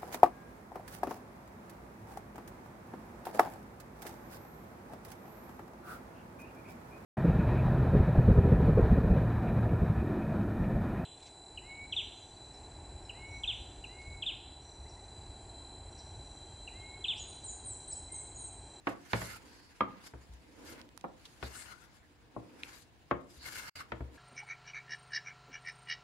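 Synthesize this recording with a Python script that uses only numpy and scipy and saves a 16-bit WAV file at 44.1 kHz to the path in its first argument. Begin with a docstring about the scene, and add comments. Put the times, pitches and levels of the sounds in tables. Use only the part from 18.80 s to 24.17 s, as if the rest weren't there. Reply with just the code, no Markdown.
"""Gritty scrapes and dull knocks: a wooden spoon stirs thick filling in a steel saucepan on a glass hob.
Stroke by stroke the wood slips over the steel, rasping, hissing and briefly squealing. Its knocks ring
the wall, damped by the filling, and the rocking pan thuds in the hob. The filling churns in soft waves
and ticks now and then over a small kitchen's hush. Near the end the sound cuts out for an instant."""
import sys
import numpy as np
from scipy import signal
from scipy.fft import rfft, irfft, next_fast_len
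from scipy.io import wavfile
from scipy.ndimage import map_coordinates

SR = 44100
rng = np.random.default_rng(int(sys.argv[2]) if len(sys.argv) > 2 else 0)


def log_audio(samples):
    """Write samples as a 16-bit WAV file to the path given in sys.argv[1]."""
    # one column per channel
    frames = np.atleast_2d(samples).T
    # limit to full scale, then quantise
    limited = np.clip(frames, -1, 1)
    pcm = np.round(limited * 32767).astype(np.int16)
    wavfile.write(sys.argv[1], SR, pcm)


N = 237037

# spoon hits on the pan: (time [s], ring [dB], clack [dB], contact cut-off [Hz], treble lean left less 2 dB
# [dB], wall pitch [factor], ring length [factor], clack tilt [dB/octave]); the treble leans left by that value
# plus 2 dB
KNOCKS = [(0.0703, -37.5, -31, 2840, -4.5, 0.95, 0.5, 0), (0.332, -42, -30, 2840, -5.5, 0.86, 0.47, 2.5),
          (0.4158, -63, -41.5, 2290, -4.5, 1, 0.52, 2.5), (1.0069, -27, -33, 3000, -5, 1.0, 0.55, -1),
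          (1.336, -77, -51, 1880, 1, 1.3, 0.66, -2.5), (2.2409, -43, -39.5, 1310, -1.5, 0.8, 0.33, 2),
          (2.627, -78, -41, 3720, 5, 1.03, 0.5, -0.1), (3.5641, -47.5, -41, 1060, 6, .92, 0.19, -6.5),
          (4.3115, -32, -30, 2540, 2, 0.92, 0.19, -2), (5.119, -59, -38.5, 3030, 2.5, 1.23, 0.32, -0.5),
          (5.2054, -75, -46, 2300, 2, 1.3, 0.41, -3)]
# modes of the glass hob: (frequency [Hz], level [dB], t60 [s])
HOB = [(65.8, 7, 0.31), (116.8, 3, 0.26), (183.7, -10.5, 0.16)]
SIMMER_DB = -72  # the filling's motion between waves


def scrape(grip=0.25, firm_db=-56, brighten=0.44, fast_db=-43):
    """Wood slips over steel: coarse slips rasp and ring the pan, fine ones hiss."""
    # pan resonances that friction excites: (frequency [Hz], width [Hz], level [dB])
    resonances = [(1485, 84, -0.5), (1670, 140, -1), (2115, 86, 2.5), (2683, 120, -5.5), (2870, 36, -8),
                  (4133, 160, -8), (4620, 470, -15)]
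    # tone of the coarse, the fine and the sharpest slips: (frequency [Hz], level [dB])
    rasp_eq = [(200, -3.5), (600, -4.5), (950, 3), (1180, 0), (1600, 2), (2300, -0.5), (3100, -5.5),
               (4700, -13), (8000, -27)]
    hiss_eq = [(1200, -2), (3000, 0), (4900, 7), (5600, 3), (7200, 4.5), (8300, -1.5), (9600, 1),
               (11500, -7), (13700, -48), (16000, -21)]
    sizzle_eq = [(4000, -33), (7000, -1), (9500, -3), (11000, 0.5), (12800, 0), (13800, -14.5),
                 (16000, -32)]
    rasp_gain, hiss_gain = pressure()
    rasp_db, hiss_db = (10 * np.log10(np.mean(gain ** 2, axis=0)) for gain in (rasp_gain, hiss_gain))
    # the spoon's hold keeps changing, more so the harder it is pressed
    chatter = wobble(70) * np.clip(1 + 0.029 * (rasp_db - firm_db), 0.3, 1.5)
    steel = lambda f: sum(amp(db) * 1j * f * width / (hz ** 2 - f ** 2 + 1j * f * width)
                          for hz, width, db in resonances)
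    ring = grit(steel, rate=700, size_db=4, smooth_db=-3)
    rub = grit(shaped(rasp_eq), rate=900, size_db=-1, smooth_db=6)
    # a firm stroke cuts through the film of filling and rings the steel more
    ring_share = 1 / (1.2 + np.exp(-grip * (rasp_db - firm_db)))
    rasp = np.sqrt(ring_share) * ring + np.sqrt(1 - ring_share) * rub
    fine = grit(shaped(hiss_eq), rate=2500, size_db=2, smooth_db=2.5)
    crisp = grit(shaped(sizzle_eq), rate=1300, size_db=6.5, smooth_db=0.5)
    # a fast stroke sheds sharper slips, so its hiss is brighter
    edge = amp(brighten * (hiss_db - fast_db))
    hiss = (fine + edge * crisp) / np.sqrt(1 + edge ** 2)
    rasp, hiss = patchy(rasp, depth_db=2), patchy(hiss, depth_db=2.3)
    return rasp_gain * amp(1.56 * chatter) * rasp + hiss_gain * amp(2.07 * chatter) * hiss


def pressure(swell_db=24, ease_db_per_s=13, release_s=0.046, glide_rasp_db=-71, glide_hiss_db=-76.5):
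    """Stereo envelopes of rasp and hiss: strokes swell, ease while held and let go over a light glide."""
    # the spoon pressed along the steel: (peak time [s], hold [s], rise [s], rasp [dB], hiss [dB],
    # rasp lean left [dB], hiss lean left [dB])
    strokes = [(0.095, 0.025, 0.074, -57, -59.5, -1, 0), (0.37, 0.19, 0.2, -48.5, -51, -4.5, 1),
               (0.451, .02, .06, -64, -49.5, -2, 6), (0.617, 0.37, .1, -63.5, -67, -2.5, 2.5),
               (1.13, 0.11, 0.3, -61, -83, -2, 6), (1.266, 0.0073, .06, -55, -55, 0, 3),
               (1.42, .38, 0.34, -69, -72, 0, 3), (1.899, 0.031, .17, -54, -54, 1, 2),
               (1.962, .05, 0.11, -59, -75, 0, 2), (2.42, 0.16, 0.15, -65.5, -65.5, 3, -2),
               (2.637, 0.046, 0.073, -55.5, -56.5, 1, 4), (2.741, 0.092, 0.075, -52.5, -54.5, 4, 4),
               (2.863, 0.062, .1, -52, -58.5, 6, 4), (3.002, 0.045, 0.17, -63.5, -64.5, 12, 4),
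               (3.16, 0.023, 0.24, -67, -69.5, 11, 2), (3.854, 0.1, 0.23, -57, -61.5, 5, -1),
               (3.944, 0.08, 0.1, -65.5, -60, 9, 5), (4.504, 0.073, .03, -67.5, -62, 6, 2),
               (4.663, 0.024, 0.083, -47, -52, 5, 5), (4.757, 0.045, 0.15, -46.5, -47.5, 6, 3),
               (4.873, 0.14, 0.16, -47.5, -55.5, 2, -2), (5.348, 0.014, 0.036, -64.5, -64, 5, 6)]
    t = np.arange(N) / SR
    glide = (flow() / amp(SIMMER_DB)) ** 0.19  # louder as the spoon pushes more filling
    rasp_power, hiss_power = (amp(glide_rasp_db) * glide) ** 2, (amp(glide_hiss_db) * glide) ** 2
    for s, hold, rise, rasp_db, hiss_db, rasp_lean, hiss_lean in strokes:
        away = np.maximum(s - t, 0) / rise + np.maximum(t - s - hold, 0) / release_s
        press = amp(-swell_db * np.minimum(away, 10) - ease_db_per_s * np.clip(t - s, 0, hold))
        rasp_power = rasp_power + panned(amp(rasp_db) * press, rasp_lean) ** 2
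        hiss_power = hiss_power + panned(amp(hiss_db) * press, hiss_lean) ** 2
    return np.sqrt(rasp_power), np.sqrt(hiss_power)


def patchy(pair, depth_db):
    """The moving contact point favours ever different bands, a few hundred Hz by some 40 ms."""
    spectrum = signal.stft(pair, nperseg=512)[2]
    patch = np.outer(np.hanning(9), np.hanning(11))
    field = signal.fftconvolve(rng.standard_normal(spectrum.shape[1:]), patch, "same")
    return unit(signal.istft(spectrum * amp(depth_db * unit(field)), nperseg=512)[1][:, :N])


def knocks(snap_db=-44, waver=0.033, attack_s=0.00031, beam_hz=600):
    """Each hit clacks and rings the damped wall; a softer contact loses the treble."""
    # modes of the filled pan's wall: (frequency [Hz], level [dB], base t60 [s])
    wall = [(196.5, -15.5, 0.51), (308, -20, 0.25), (464, -32, 0.22), (532, -12.5, .17), (700, -30, 0.039),
            (857, -5.5, 0.092), (964, -1.5, 0.098), (1195, 5.5, 0.14), (1230, -29, 1), (1350, 2.5, 0.054),
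            (1650, -26, 0.21), (2100, -28.5, 0.17), (2230, -14.5, 0.063), (2700, -35, 0.1),
            (3240, -8.5, 0.063)]
    # tone of wood striking steel: (frequency [Hz], level [dB])
    clack_eq = [(50, -36.5), (130, -15.5), (210, -3.5), (330, 0), (450, -1), (700, -1.5), (1100, -1.5),
                (1500, -1.5), (2100, -4), (3300, -8), (6000, -9.5), (14000, -1.5)]
    # decay of that contact: (frequency [Hz], t60 [s])
    clack_decay = [(200, 0.19), (1000, 0.058), (2500, 0.036), (5000, 0.03), (10000, 0.013)]
    out, t = np.zeros((2, N)), np.arange(SR // 3) / SR
    mode_hz, mode_db, t60 = np.transpose(wall)[:, :, None]
    onset = 1 - np.exp(-t / attack_s)  # a very short rise softens each knock's onset
    for s, ring_db, clack_db, cutoff_hz, lean_db, pitch, length, tilt_db in KNOCKS:
        # filling heaped against the wall shifts and damps its modes; its motion makes them waver
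        drift = waver * np.sqrt(mode_hz / 1000) * rng.standard_normal((len(wall), len(t))).cumsum(axis=1)
        modes = amp(-60 * t / (length * t60)) * np.exp(1j * (2 * np.pi * pitch * mode_hz * t + drift))
        # left and right each get a mode at their own strength and phase
        strength = amp(mode_db.T + rng.standard_normal((2, len(wall))))
        phase = rng.uniform(0, 2 * np.pi, len(wall))
        phase = phase + 0.23 * mode_hz.T / 1000 * rng.standard_normal(strength.shape)
        ring = ((strength * np.exp(1j * phase)) @ modes).real
        contact = lambda hz: 1 / np.sqrt(1 + (hz / cutoff_hz) ** 7.2) + amp(snap_db)
        colour = lambda hz: amp(along(clack_eq, hz) + tilt_db * np.log2(1 + hz / 300)) * contact(hz)
        clack = causal(dying_noise(clack_decay)[:, :len(t)] * onset, colour)
        hit = amp(ring_db) * burst(causal(ring * onset, contact)) + amp(clack_db) * burst(clack)
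        # short waves are beamed to one side, long ones spread evenly
        beam = lambda hz: panned(0.89, -0.5 + (lean_db + 2.5) * hz ** 2 / (hz ** 2 + beam_hz ** 2))
        add(out, s, in_kitchen(filtered(hit, beam), wet_db=-10))
    return out


def lead_ins(below_clack_db=24, swell_db=24, rise_s=0.019, top_hz=2200):
    """A faint, dull noise swells just before each knock."""
    out, t = np.zeros((2, N)), np.arange(SR // 25) / SR
    swell = amp(-swell_db * (t[-1] - t) / rise_s)
    for s, _, clack_db, *_ in KNOCKS:
        noise = unit(spread(rng.standard_normal((2, len(t))), lambda hz: 1 / (1 + (hz / top_hz) ** 2)))
        add(out, s - t[-1], amp(clack_db - below_clack_db) * swell * noise)
    return out


def thuds(attack_s=0.0012, detune=0.08):
    """The rocking pan thumps the hob's low modes; the hand's weight retunes them from hit to hit."""
    # the pan rocks: (time [s], level [dB], tilt towards the upper modes [dB/octave])
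    rocks = [(0.072, -50.5, 14), (0.335, -33, 17.5), (0.418, -41, 15), (1.012, -50.5, 12),
             (1.336, -45.5, -3), (1.493, -46, -12), (1.529, -47.5, -37), (2.628, -40.5, -3.5),
             (3.566, -47.5, 18.5), (4.315, -43.5, 3), (4.57, -53, -25), (5.122, -44, 4), (5.206, -36, -4.5)]
    out, t = np.zeros((2, N)), np.arange(SR // 2) / SR
    onset = 1 - np.exp(-t / attack_s)
    for s, db, tilt_db in rocks:
        pitch = 1 + detune * (rng.random() - 0.5)
        ring = sum(amp(level + tilt_db * np.log2(hz / HOB[0][0]) - 60 * t / t60)
                   * np.sin(2 * np.pi * pitch * hz * t) for hz, level, t60 in HOB)
        add(out, s, panned(amp(db) * burst(ring * onset), lean_db=2.5))
    return out


def squeals():
    """Stick and slip lock briefly onto one resonance: a rough, narrow band swells and fades."""
    # the spoon grips: (peak time [s], fade in and out [s], centre [Hz], width [Hz], level [dB],
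    # lean left [dB])
    grips = [(.47, 0.089, 2020, 220, -57.5, -10), (0.543, 0.058, 1335, 180, -54, -2),
             (0.801, 0.19, 4710, 1210, -66.5, -2), (1.268, .035, 5050, 1100, -57.5, 8),
             (2.653, 0.038, 4200, 1380, -52.5, -8), (2.79, 0.093, 8400, 3160, -50.5, 21),
             (2.922, 0.0402, 1370, 260, -49.5, 16), (3.002, 0.11, 1450, 200, -63.5, 17),
             (4.635, 0.066, 4450, 1300, -54.5, -4), (4.929, 0.09, 4670, 650, -51, -27),
             (5.013, 0.02, 1330, 506, -42, 3.5)]
    out = np.zeros((2, N))
    for s, fade_s, centre_hz, width_hz, db, lean_db in grips:
        swell = np.hanning(int(2 * fade_s * SR))
        noise = rng.standard_normal((2, SR // 2))[:, :len(swell)]
        band = spread(noise, lambda hz: 1 / (1 + (2 * (hz - centre_hz) / width_hz) ** 4))
        add(out, s - fade_s, panned(amp(db) * unit(band) * swell, lean_db))
    return out


def filling(squelch_db=-62.5, squelch_growth=1.7, crest_db=-54):
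    """Thick filling folds round the spoon in soft, hollow lumps; a big wave also squelches."""
    # tone of the lumps and of the wet folds: (frequency [Hz], level [dB])
    churn_eq = [(60, -7), (170, -19), (240, 2), (310, 5), (400, -6), (490, 0.5), (680, -20.5), (950, -7.5),
                (1400, -28.5), (3000, -55.5)]
    squelch_eq = [(300, -18.5), (550, 3), (950, -2.5), (1400, -5), (2300, -4.5), (3200, -13), (7000, -26.5)]
    motion = flow()
    lumps = grit(shaped(churn_eq), rate=200, size_db=-1, smooth_db=7.5)
    folds = grit(shaped(squelch_eq), rate=260, size_db=-0.5, smooth_db=7)
    squelch = amp(squelch_db + 1.8 * wobble(18)) * (motion / amp(crest_db)) ** squelch_growth * folds
    churn = motion * amp(1.74 * wobble(25)) * lumps
    return panned(churn + squelch, lean_db=-2)


def flow(rise_s=0.18, fall_s=0.12):
    """Envelope of the filling's motion: each wave builds up and subsides."""
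    # waves the spoon shoves round the pan: (crest time [s], level [dB])
    waves = [(0.72, -65), (1.28, -65.5), (1.94, -55), (2.68, -68.5), (3.752, -58), (4.68, -67), (5.25, -60)]
    t = np.arange(N) / SR
    power = sum(amp(db) ** 2 * np.exp(-((t - s) / np.where(t < s, rise_s, fall_s)) ** 2)
                for s, db in waves)
    return np.sqrt(amp(SIMMER_DB) ** 2 + power)


def ticks(top_hz=12500):
    """Sticky filling and the spoon's catching edge give tiny snaps, each in a broad band."""
    # snaps: (time [s], level [dB], centre [Hz], half-width [octaves], t60 [s], lean left [dB])
    snaps = [(1.536, -71.5, 6000, 1.5, 0.049, -2), (2.015, -61, 4240, 0.54, 0.0068, -5),
             (2.0904, -69, 3470, 0.88, 0.003, -4), (2.1662, -80, 4500, 2, 0.0034, 22),
             (2.176, -54, 1100, 2.6, 0.0089, -17), (2.211, -64, 3450, 1.1, 0.011, -9),
             (2.4539, -55.5, 3480, 0.45, 0.056, -1.5), (3.834, -45, 2800, 0.41, 0.0085, -2)]
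    out, t = np.zeros((2, N)), np.arange(SR // 4) / SR
    for s, db, centre_hz, octaves, t60, lean_db in snaps:
        snap = rng.standard_normal((2, len(t))) * amp(-60 * t / t60)
        band = lambda hz: 1 / (1 + (np.log2((hz + 1) / centre_hz) / octaves) ** 2)
        snap = causal(snap, lambda hz: band(hz) / (1 + (hz / top_hz) ** 14))
        add(out, s, in_kitchen(panned(amp(db) * burst(snap), lean_db), wet_db=-21))
    return out


def rumble(db=-61, follows=0.83, firm_db=-50, width_hz=45):
    """A hard stroke drags the pan against the hob, whose low modes murmur."""
    rasp_gain, _ = pressure()
    push = np.sqrt(np.mean(rasp_gain ** 2, axis=0)) / amp(firm_db)
    glass = lambda f: sum(amp(level) / (1 + ((f - hz) / width_hz) ** 4) for hz, level, _ in HOB)
    return amp(db) * push ** follows * unit(spread(rng.standard_normal((2, N)), glass))


def in_kitchen(x, wet_db, predelay_s=0.006):
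    """The sound plus the small kitchen's diffuse reverb."""
    # reverb decay: (frequency [Hz], t60 [s])
    room_decay = [(100, 0.68), (300, 0.49), (1200, 0.3), (4000, 0.23), (12000, 0.17)]
    tail = dying_noise(room_decay)
    tail = np.pad(tail / np.linalg.norm(tail[0]), ((0, 0), (int(predelay_s * SR), 0)))
    return x + amp(wet_db) * signal.fftconvolve(x, tail, axes=1)[:, :x.shape[1]]


def room_tone(db=-62.5, sway_db=1.2):
    """The kitchen's low hush, gently wavering."""
    # tone of the hush: (frequency [Hz], level [dB])
    hush_eq = [(25, 4), (70, 1.5), (140, -4), (270, -10), (520, -18), (700, -12), (920, -18), (1300, -28.5),
               (4000, -24.5), (7000, -69.5), (15500, -35.5)]
    return amp(db + sway_db * wobble(6)) * unit(spread(rng.standard_normal((2, N)), shaped(hush_eq)))


def grit(colour, rate, size_db, smooth_db):
    """Tiny slips of uneven size, rate a second, on a bed of slips too fine to tell apart."""
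    slips = (rng.random((2, N)) < rate / SR) * np.sign(rng.random((2, N)) - 0.5)
    sizes = amp(size_db * np.minimum(rng.exponential(size=N), 4))
    bed = amp(smooth_db) * rng.standard_normal((2, N))
    return unit(spread(unit(slips * sizes) + bed, colour))


def dying_noise(decay):
    """Stereo noise in which each frequency dies at its own speed."""
    hz, t, spectrum = signal.stft(spread(rng.standard_normal((2, SR // 2))), SR, nperseg=128)
    fade = amp(-60 * t / along(decay, hz)[:, None])
    return signal.istft(spectrum * fade, SR, nperseg=128)[1][:, :SR // 2]


def spread(pair, colour=np.ones_like):
    """Two unrelated signals, coloured, become left and right: narrow in the bass, wide in the treble."""
    # stereo image: (frequency [Hz], left-right correlation [0-1])
    correlation = [(100, 0.47), (330, 0.74), (550, 0.45), (1000, 0.11), (2000, 0.087), (6000, 0.014)]

    def response(hz):
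        alike = along(correlation, hz)
        return colour(hz) * np.sqrt(np.array([1 + alike, 1 - alike]) / 2)
    mid, side = filtered(pair, response)
    return np.array([mid + side, mid - side])


def panned(x, lean_db):
    """Constant-power pan; positive leans left."""
    gains = amp(np.array([lean_db, -lean_db]) / 2).reshape(2, -1)
    return x * gains / np.sqrt(np.mean(gains ** 2, axis=0))


def filtered(x, response):
    """EQ by a response of frequency."""
    n = x.shape[-1]
    size = next_fast_len(n + SR // 4)
    return irfft(rfft(x, size) * response(np.fft.rfftfreq(size, 1 / SR)), size)[..., :n]


def causal(x, gain, size=4096):
    """Minimum-phase EQ: nothing sounds ahead of a hit."""
    cepstrum = irfft(np.log(np.maximum(gain(np.fft.rfftfreq(size, 1 / SR)), 1e-6)))
    cepstrum[1:size // 2] *= 2
    cepstrum[size // 2 + 1:] = 0
    impulse = irfft(np.exp(rfft(cepstrum)))
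    return signal.fftconvolve(x, impulse[None], axes=1)[:, :x.shape[1]]


def shaped(points):
    """(Hz, dB) points as a gain of frequency."""
    return lambda hz: amp(along(points, hz))


def along(points, hz):
    """(Hz, value) points read on a log axis."""
    knots_hz, values = np.transpose(points)
    return np.interp(np.log(hz + 1), np.log(knots_hz + 1), values)


def wobble(rate):
    """A smooth random curve, rate knots a second."""
    return map_coordinates(rng.standard_normal(int(N * rate / SR) + 4), [np.arange(N) * rate / SR])


def amp(db):
    """Decibels to gain."""
    return 10 ** (np.asarray(db) / 20)


def unit(x):
    """Scale to rms 1."""
    return x / np.sqrt(np.mean(x ** 2) + 1e-20)


def burst(x):
    """Scale a hit to the energy of 30 ms at rms 1."""
    return x / np.sqrt(np.mean(np.sum(x ** 2, axis=-1)) / (0.03 * SR))


def add(track, s, sound):
    """Mix a sound into the track at time s."""
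    part = track[:, round(s * SR):][:, :sound.shape[1]]
    part += sound[:, :part.shape[1]]


def scene():
    """Hits and friction over the hob's murmur, the filling and the room."""
    hits = lead_ins() + knocks() + thuds() + ticks()
    friction = in_kitchen(scrape() + squeals(), wet_db=-12.5)
    return hits + friction + rumble() + filling() + room_tone()


def record(dry, low_cut_hz=50, top_hz=15780, gap_at_s=4.895, gap_s=0.062, gap_db=-43, edge_s=0.0059):
    """The deepest bass rolls off, the sound cuts out once for an instant, and the treble ends steeply."""
    heard = causal(dry, lambda hz: 1 / np.sqrt(1 + (low_cut_hz / (hz + 1)) ** 6), size=16384)
    since = np.arange(N) / SR - gap_at_s
    muted = np.clip(np.minimum(since, gap_s - since) / edge_s, 0, 1)
    return filtered(heard * amp(gap_db * muted), lambda hz: hz < top_hz)


dry = scene()
out = record(dry)
log_audio(out)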